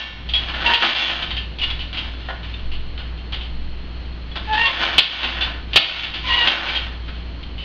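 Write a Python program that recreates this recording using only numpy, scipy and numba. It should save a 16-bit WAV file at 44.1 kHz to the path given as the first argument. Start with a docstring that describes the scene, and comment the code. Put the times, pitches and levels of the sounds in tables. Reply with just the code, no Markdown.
"""A wooden floor loom, worked by hand in a small room. Treadles shift the shafts: hundreds of
wire heddles rattle and dry pulleys squeak. The shuttle slides softly, shuttle and frame knock,
metal parts clink, and the beater strikes the cloth twice; every blow rings the steel reed.
Underneath: electrical hum, room air and the low sway of a camera mount. A limiter ducks the
level after loud blows."""
import sys
import numpy as np
from scipy import signal
from scipy.fft import rfft, irfft
from scipy.io import wavfile
from scipy.ndimage import uniform_filter1d, minimum_filter1d
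from numba import njit

SR = 44100
rng = np.random.default_rng(int(sys.argv[2]) if len(sys.argv) > 2 else 0)


def unload_wav(signal):
    """Save mono or channel-first audio to the path in sys.argv[1] as 16-bit WAV at rate SR, clipped to [-1, 1]."""
    wavfile.write(
        sys.argv[1],
        SR,
        np.round(np.clip(np.atleast_2d(signal).T, -1, 1) * 32767).astype(np.int16),
    )


N = 336924
TIME = np.arange(N) / SR

# wooden frame resonances: freq_hz, width_hz, gain_db
FRAME_MODES = [(256.4, 57, 1.5), (331, 22, 5.5), (525, 18, -7.5), (705, 290, -3), (814, 250, 1.5),
               (1073, 200, 3.5), (1308, 120, 5.5), (1481, 140, 10.5), (1720, 150, 9)]
# hard contact spectrum: freq_hz, gain_db
CONTACT_SPECTRUM = [(150, -13.5), (600, -30), (1500, -14.5), (2300, -2), (3100, 6.5), (3900, -3.5),
                    (4700, -9.5), (5400, -26.5), (6300, -35), (7200, -43)]


def heddles_and_slide(sag_db_per_s=44.5, settle_db_per_s=136.5, wood_ebb_ratio=0.77):
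    """Heddles jostle on moving shafts and the shuttle slides; tiny contacts ring wires and frame."""
    # heddle flurries and the shuttle's soft slide (crest at 2.5 s):
    # crest_s, level_db, swell_s (per 20 dB), shaken_s, body_rel_db
    motions = [(0, -15.5, .05, 0, -6.5), (.42, -28.5, 0.2, 0.16, -3.5), (.72, -14.5, .17, 0.07, 0),
               (.865, 0, .13, 0.21, -9), (1.68, -29, 0.033, 0.016, -5.5), (1.999, -35, 0.11, 0.13, -2.5),
               (2.22, -39.5, .2, 0.12, -8.5), (2.5, -40, 0.31, 0.35, -6), (3.1, -52, 0.23, 0.00021, 8.5),
               (3.45, -47, .1, 0, -23), (4.6, -19, 0.13, 0.21, -6.5), (4.84, -16, 0.31, 0.041, -1.5),
               (5.129, -15.5, 0.36, 0.17, -5), (5.43, -26.5, 0.14, 0, 1.5), (5.84, -13, 0.095, 0.2, -7.5),
               (6.33, -16, 0.13, .08, -10), (6.521, -11, 0.13, 0.023, -0.5),
               (6.74, -19, 0.35, 0.00019, -5.5), (7.14, -38.5, .2, 0.011, -7)]
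    # heddle and rail resonances: freq_hz, width_hz, gain_db
    wire_modes = [(1848, 6.8, -6), (1885, 14, 2.5), (2276, 13, 6.5), (2360, 36, 1.5), (2745, 10, 8.5),
                  (2840, 5.2, 1), (3180, 16, -4.5), (3440, 12, -5), (3420, 7, 10), (3700, 23, -1),
                  (4206, 11, 0.5), (5060, 31, -11.5), (4810, 10, -37), (6000, 44, -21), (5500, 60, -38)]
    t = np.linspace(0, TIME[-1], N // 100)
    wire_env, wood_env = np.zeros((2, len(t)))
    for crest_s, level_db, swell_s, shaken_s, body_db in motions:
        age = t - crest_s
        swell_db = 20 * np.minimum(age, 0) / max(swell_s, .01)
        sag_db = sag_db_per_s * np.clip(age, 0, shaken_s)
        ebb_db = sag_db + settle_db_per_s * np.maximum(age - shaken_s, 0)
        motion = undb(level_db + swell_db - ebb_db)
        wire_env = np.hypot(wire_env, motion)
        wood_env = np.hypot(wood_env, motion * undb(body_db + (1 - wood_ebb_ratio) * ebb_db))
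    uneven = undb(2.1 * walk(35))
    wire_env = uneven * np.interp(TIME, t, wire_env)
    wood_env = uneven * np.interp(TIME, t, wood_env)
    shake = clicks(rate_hz=700, spread_db=-1)
    jangle = clicks(rate_hz=320, spread_db=1.5)
    ticks = undb(-4) * colour(shake * wire_env, CONTACT_SPECTRUM)
    wires = undb(-11) * resonate(jangle * wire_env, wire_modes)
    wood = undb(-3) * resonate(shake * wood_env, FRAME_MODES)
    return room(ticks + wires + wood, t60_s=0.4, wet_db=-6.5)


def blows(hardware_hz=3260):
    """Beats, knocks and clinks as rows: start_s, level_db, body_rel_db, t60_s, ring_hz, ring_rel_db."""
    # beater on cloth: start_s, level_db, t60_s
    beats = [(4.981, 5.5, 0.076), (5.759, 8, .095)]
    # shaft, treadle and shuttle knocks: start_s, level_db, t60_s, body_rel_db
    knocks = [(.289, -25, 0.078, -13.5), (0.483, -26.5, 0.11, -1.5), (0.54, -32, .14, 3),
              (0.823, -2.5, 0.18, 1.5), (1.222, -19, 0.076, -6.5), (1.586, -25.5, 0.097, -10.5),
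              (1.929, -27.5, 0.15, -4), (2.286, -33, 0.11, 8.5), (2.431, -35.5, .15, -4.5),
              (2.977, -33.5, 0.15, -3.5), (3.323, -25.5, .14, -7.5), (4.356, -25.5, 0.098, -1),
              (4.529, -21.5, 0.13, -4.5), (4.869, -17.5, 0.052, -6), (5.232, -13, .1, -2),
              (5.732, -20, 0.071, -9), (6.033, -21.5, 0.092, -14.5), (6.139, -22.5, 0.13, -8),
              (6.473, -3.5, .07, -5.5), (7.08, -36, 0.085, 2), (7.429, -32, 0.042, -24)]
    # metal on metal: start_s, level_db, t60_s, ring_hz, ring_rel_db
    clinks = [(.336, -20, .15, 3318, 5), (0.661, -14.5, 0.092, 2726, 0.5), (.736, -3.5, 0.11, 2816, -7),
              (1.306, -22.5, 0.07, 3117, -6.5), (1.367, -23.5, 0.091, 3180, -4),
              (1.615, -23.5, 0.11, 2910, 5), (1.635, -21.5, 0.049, 2874, 6),
              (1.702, -23.5, 0.055, 3390, -3.5), (1.792, -28.5, 0.16, 2954, -5.5),
              (1.972, -24, 0.1, 3180, -5), (2.54, -33, 0.031, 3580, 2), (2.716, -33.5, 0.17, 2940, -7),
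              (3.177, -41.5, 0.11, 3130, -3.5), (3.41, -34, 0.13, 3090, -8), (4.315, -38.5, 0.044, 3360, 4),
              (4.656, -11, 0.1, 3247, -8), (5.408, -20, 0.16, 3490, -4.5), (6.407, -21, 0.064, 2880, -2),
              (6.481, -19.5, .16, 3350, 1), (6.683, -20, 0.093, 2296, -6), (6.753, -19.5, 0.095, 3220, -2),
              (7.58, -36, 0.38, 3010, -3)]
    return ([(s, db, -10.5, t60, hardware_hz, -16) for s, db, t60 in beats]
            + [(s, db, body_db, t60, hardware_hz, -15.5) for s, db, t60, body_db in knocks]
            + [(s, db, -10, t60, hz, ring_db) for s, db, t60, hz, ring_db in clinks])


def impacts(chatter_ratio=0.18, ring_stretch=1.1, snap_db=4, snap_s=0.001, ring_rise_s=0.00077):
    """Each blow snaps, chatters, thuds in the frame and rings one metal part and the reed."""
    strikes, frame_drive, rings = np.zeros((3, N))
    t = TIME[:SR // 2]
    contacts = clicks(rate_hz=9000, spread_db=1)
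    buzz_rad = .4 * walk(150)  # loose parts ring unevenly
    for start_s, level_db, body_db, t60_s, ring_hz, ring_db in blows():
        span = np.arange(len(t)) + int(start_s * SR)
        fade = np.exp(-np.log(1000) * np.maximum(t / t60_s - chatter_ratio, 0))
        snap = undb(level_db + snap_db * np.exp(-t / snap_s))
        blow = snap * fade * contacts.take(span, mode="wrap")
        add(strikes, start_s, blow)
        add(frame_drive, start_s, blow * undb(body_db))
        ring_env = undb(level_db + ring_db) * (1 - np.exp(-t / ring_rise_s)) * fade ** (1 / ring_stretch)
        ring_phase = 2 * np.pi * ring_hz * t + buzz_rad.take(span, mode="wrap")
        add(rings, start_s, ring_env * np.sin(ring_phase))
    clack = undb(-2.5) * colour(strikes, CONTACT_SPECTRUM)
    thud = undb(-3.5) * resonate(frame_drive, FRAME_MODES)
    ringing = room(undb(2.5) * rings, t60_s=.28, wet_db=-7)
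    return room(clack + thud, t60_s=0.52, wet_db=-3.5) + ringing + reed(strikes)


def reed(strikes, coupling_db=-17, initial_db=14):
    """The steel reed rings with every blow."""
    # reed modes: freq_hz, width_hz, gain_db
    reed_modes = [(1066, 5, -13), (1486, 6, -11), (1771, 4.5, -1), (2190, 3, -4), (2767, 4.5, 2),
                  (3208, 4, 0), (3817, 4.5, -5), (5421, 3.5, -18), (5604, 3.5, -20)]
    drive = undb(coupling_db) * strikes
    add(drive, 0, undb([initial_db]))  # already ringing from an earlier beat
    return resonate(drive, reed_modes)


def pulleys(rough_db=3.5, alternation=0.25, brighten_db=3, flutter_db=3, scrape_db=-13):
    """Dry pulleys stick and slip: each squeak swells, brightens and fades over a scrape."""
    # squeaks: start_s, length_s, pitch_hz, glide_hz_per_s, level_db, tilt_db_per_partial, jitter_ratio
    squeaks = [(.645, 0.21, 944, -64, -14.5, -7.5, 0.013), (4.47, 0.14, 862, 108, -23.5, -4, .015),
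               (4.565, 0.14, 932, -170, -21.5, 1.5, 0.019), (4.635, .105, 1108, -600, -21, -3, 0.031),
               (6.236, 0.18, 1036, 83, -28, -7, 0.033), (6.272, 0.21, 956, -4, -28, 6, 0.022)]
    # partials 1-4 before tilt: level_db
    partials_db = [-1, -1.5, -1.5, -20.5]
    out = np.zeros(N)
    wobble = walk(250)
    roughness = undb(rough_db * walk(120))
    flutters_db = [flutter_db * walk(35) for _ in partials_db]
    scrape = undb(scrape_db) * colour(rng.standard_normal(N), CONTACT_SPECTRUM)
    for start_s, length_s, pitch_hz, glide_hz_per_s, level_db, tilt_db, jitter in squeaks:
        span = slice(int(start_s * SR), int((start_s + length_s) * SR))
        age = TIME[span] - start_s
        slip_hz = (pitch_hz + glide_hz_per_s * age) * (1 + jitter * wobble[span])
        phase = 2 * np.pi * np.cumsum(slip_hz) / SR
        arch = np.abs(np.sin(np.pi * age / length_s)) ** 0.68
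        grip = arch * roughness[span] * (1 + alternation * np.sin(phase / 2))  # alternate slips differ
        slope_db = tilt_db + brighten_db * (age / length_s - .5)
        tone = sum(undb(db + k * slope_db + flutters_db[k][span]) * np.sin((k + 1) * phase)
                   for k, db in enumerate(partials_db))
        out[span] += undb(level_db) * grip * (tone + undb(slope_db) * scrape[span])
    return room(undb(3) * out, t60_s=.25, wet_db=-8)


def mount_sway(sway_hz=14, decay_s=0.1):
    """The camera mount sways when the loom is pushed."""
    # pushes: start_s, level_db
    pushes = [(1.589, -23.5), (2.61, -15), (3.498, -18)]
    out, t = np.zeros(N), TIME[:SR]
    swing = 2 * t / decay_s * np.exp(-t / decay_s) * np.sin(2 * np.pi * sway_hz * t)
    for start_s, level_db in pushes:
        add(out, start_s, undb(level_db) * swing)
    return out


def hum(waver_db=2, waver_rad=0.22):
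    """Low electrical hum; each line wavers in level and phase."""
    # hum lines: freq_hz, rms_db
    lines = [(59.3, -30.5), (101, -47.5), (161.5, -48), (215, -61.5)]
    out = np.zeros(N)
    for freq_hz, rms_db in lines:
        amplitude = np.sqrt(2) * undb(rms_db + waver_db * walk(13))
        out += amplitude * np.sin(2 * np.pi * freq_hz * TIME + waver_rad * walk(11))
    return out


def air(level_db=-34.5, waver_db=.5):
    """Room air and microphone hiss."""
    # noise spectrum: freq_hz, gain_db
    spectrum = [(25, 7), (60, 4), (100, -1), (160, -3), (300, -6.5), (450, -13), (900, -17), (2300, -19.5),
                (3100, -14.5), (3750, -24), (4300, -15.5), (4650, -30), (6800, -50)]
    return undb(level_db + waver_db * walk(6.6)) * colour(rng.standard_normal(N), spectrum)


def room(x, t60_s, wet_db, gap_s=0.0047):
    """Direct sound plus dense small-room reflections."""
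    t = TIME[:SR]
    tail = rng.standard_normal(SR) * np.exp(-np.log(1000) * t / t60_s) * (t > gap_s)
    return x + undb(wet_db) * convolve_unit(x, tail)


def undb(db):
    """Decibels to gain."""
    return 10 ** (np.asarray(db) / 20)


def walk(rate_hz):
    """Random steps, smoothed twice."""
    hold = max(int(SR / rate_hz), 2)
    steps = np.repeat(rng.standard_normal(N // hold + 1), hold)
    return 0.89 * uniform_filter1d(uniform_filter1d(steps, hold), hold)[:N]


def clicks(rate_hz, spread_db):
    """Random tiny contacts of uneven size, rms 1."""
    sizes = undb(spread_db * np.minimum(rng.exponential(size=N), 4))
    train = (rng.random(N) < rate_hz / SR) * sizes * rng.choice([-1, 1], N)
    return train / np.sqrt(np.mean(train ** 2))


def add(track, start_s, sound):
    """Mix a sound in at start_s."""
    start = max(int(start_s * SR), 0)
    track[start:start + len(sound)] += sound[:N - start]


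def convolve_unit(x, response):
    """Convolve with a response scaled to unit energy."""
    return signal.fftconvolve(x, response / np.linalg.norm(response))[:len(x)]


def colour(x, spectrum, size=4096):
    """Minimum-phase filter from freq_hz, gain_db points."""
    hz, db = np.transpose(spectrum)
    grid_hz = np.maximum(np.fft.rfftfreq(size, 1 / SR), 1)
    gain = undb(np.interp(np.log(grid_hz), np.log(hz), db))
    cepstrum = irfft(np.log(gain))
    cepstrum[1:size // 2] *= 2
    cepstrum[size // 2 + 1:] = 0
    return convolve_unit(x, irfft(np.exp(rfft(cepstrum))))


def resonate(x, modes, size=16384):
    """Bank of damped modes, band-passed to their range."""
    t = TIME[:size]
    response = sum(undb(db) * width_hz * np.exp(-np.pi * width_hz * t) * np.cos(2 * np.pi * hz * t)
                   for hz, width_hz, db in modes)
    edges_hz = modes[0][0] * .7, modes[-1][0] * 1.15
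    band = signal.butter(3, edges_hz, "bandpass", fs=SR, output="sos")
    return convolve_unit(x, signal.sosfilt(band, response))


@njit
def limiter_cut(over_db, start_db, attack_db_per_s, hold_s, release_db_per_s):
    """Gain cut in dB: grows while peaks overshoot, holds, then releases."""
    out = np.empty(len(over_db))
    cut_db, wait_s = start_db, 0.
    for i in range(len(over_db)):
        if over_db[i] > cut_db:
            cut_db += attack_db_per_s / SR
            wait_s = hold_s
        elif wait_s > 0:
            wait_s -= 1 / SR
        else:
            cut_db = max(cut_db - release_db_per_s / SR, 0.)
        out[i] = cut_db
    return out


def scene():
    """The loom over hum and room air, mono."""
    return (heddles_and_slide() + impacts() + pulleys() + mount_sway() + hum() + air())[None]


def record(dry, mic_top_hz=6700, threshold_db=-5.5, ceiling=.7, top_hz=15800):
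    """Narrow-band microphone into a limiter that ducks after loud blows."""
    x = signal.sosfilt(signal.ellip(8, .3, 80, mic_top_hz, fs=SR, output="sos"), dry[0])
    peak = np.maximum(-minimum_filter1d(-np.abs(x), size=128), 1e-9)
    over_db = 20 * np.log10(peak) - threshold_db
    cut_db = limiter_cut(over_db, start_db=13., attack_db_per_s=600., hold_s=0.07, release_db_per_s=46.1)
    x = x * undb(-cut_db)
    # crests that outrun the attack are squashed, splashing a little treble
    crest = -minimum_filter1d(-np.abs(x), size=5)
    x = x / np.maximum(crest / ceiling, 1)
    return signal.sosfilt(signal.ellip(8, .2, 70, top_hz, fs=SR, output="sos"), x)[None]


dry = scene()
out = record(dry)
unload_wav(out)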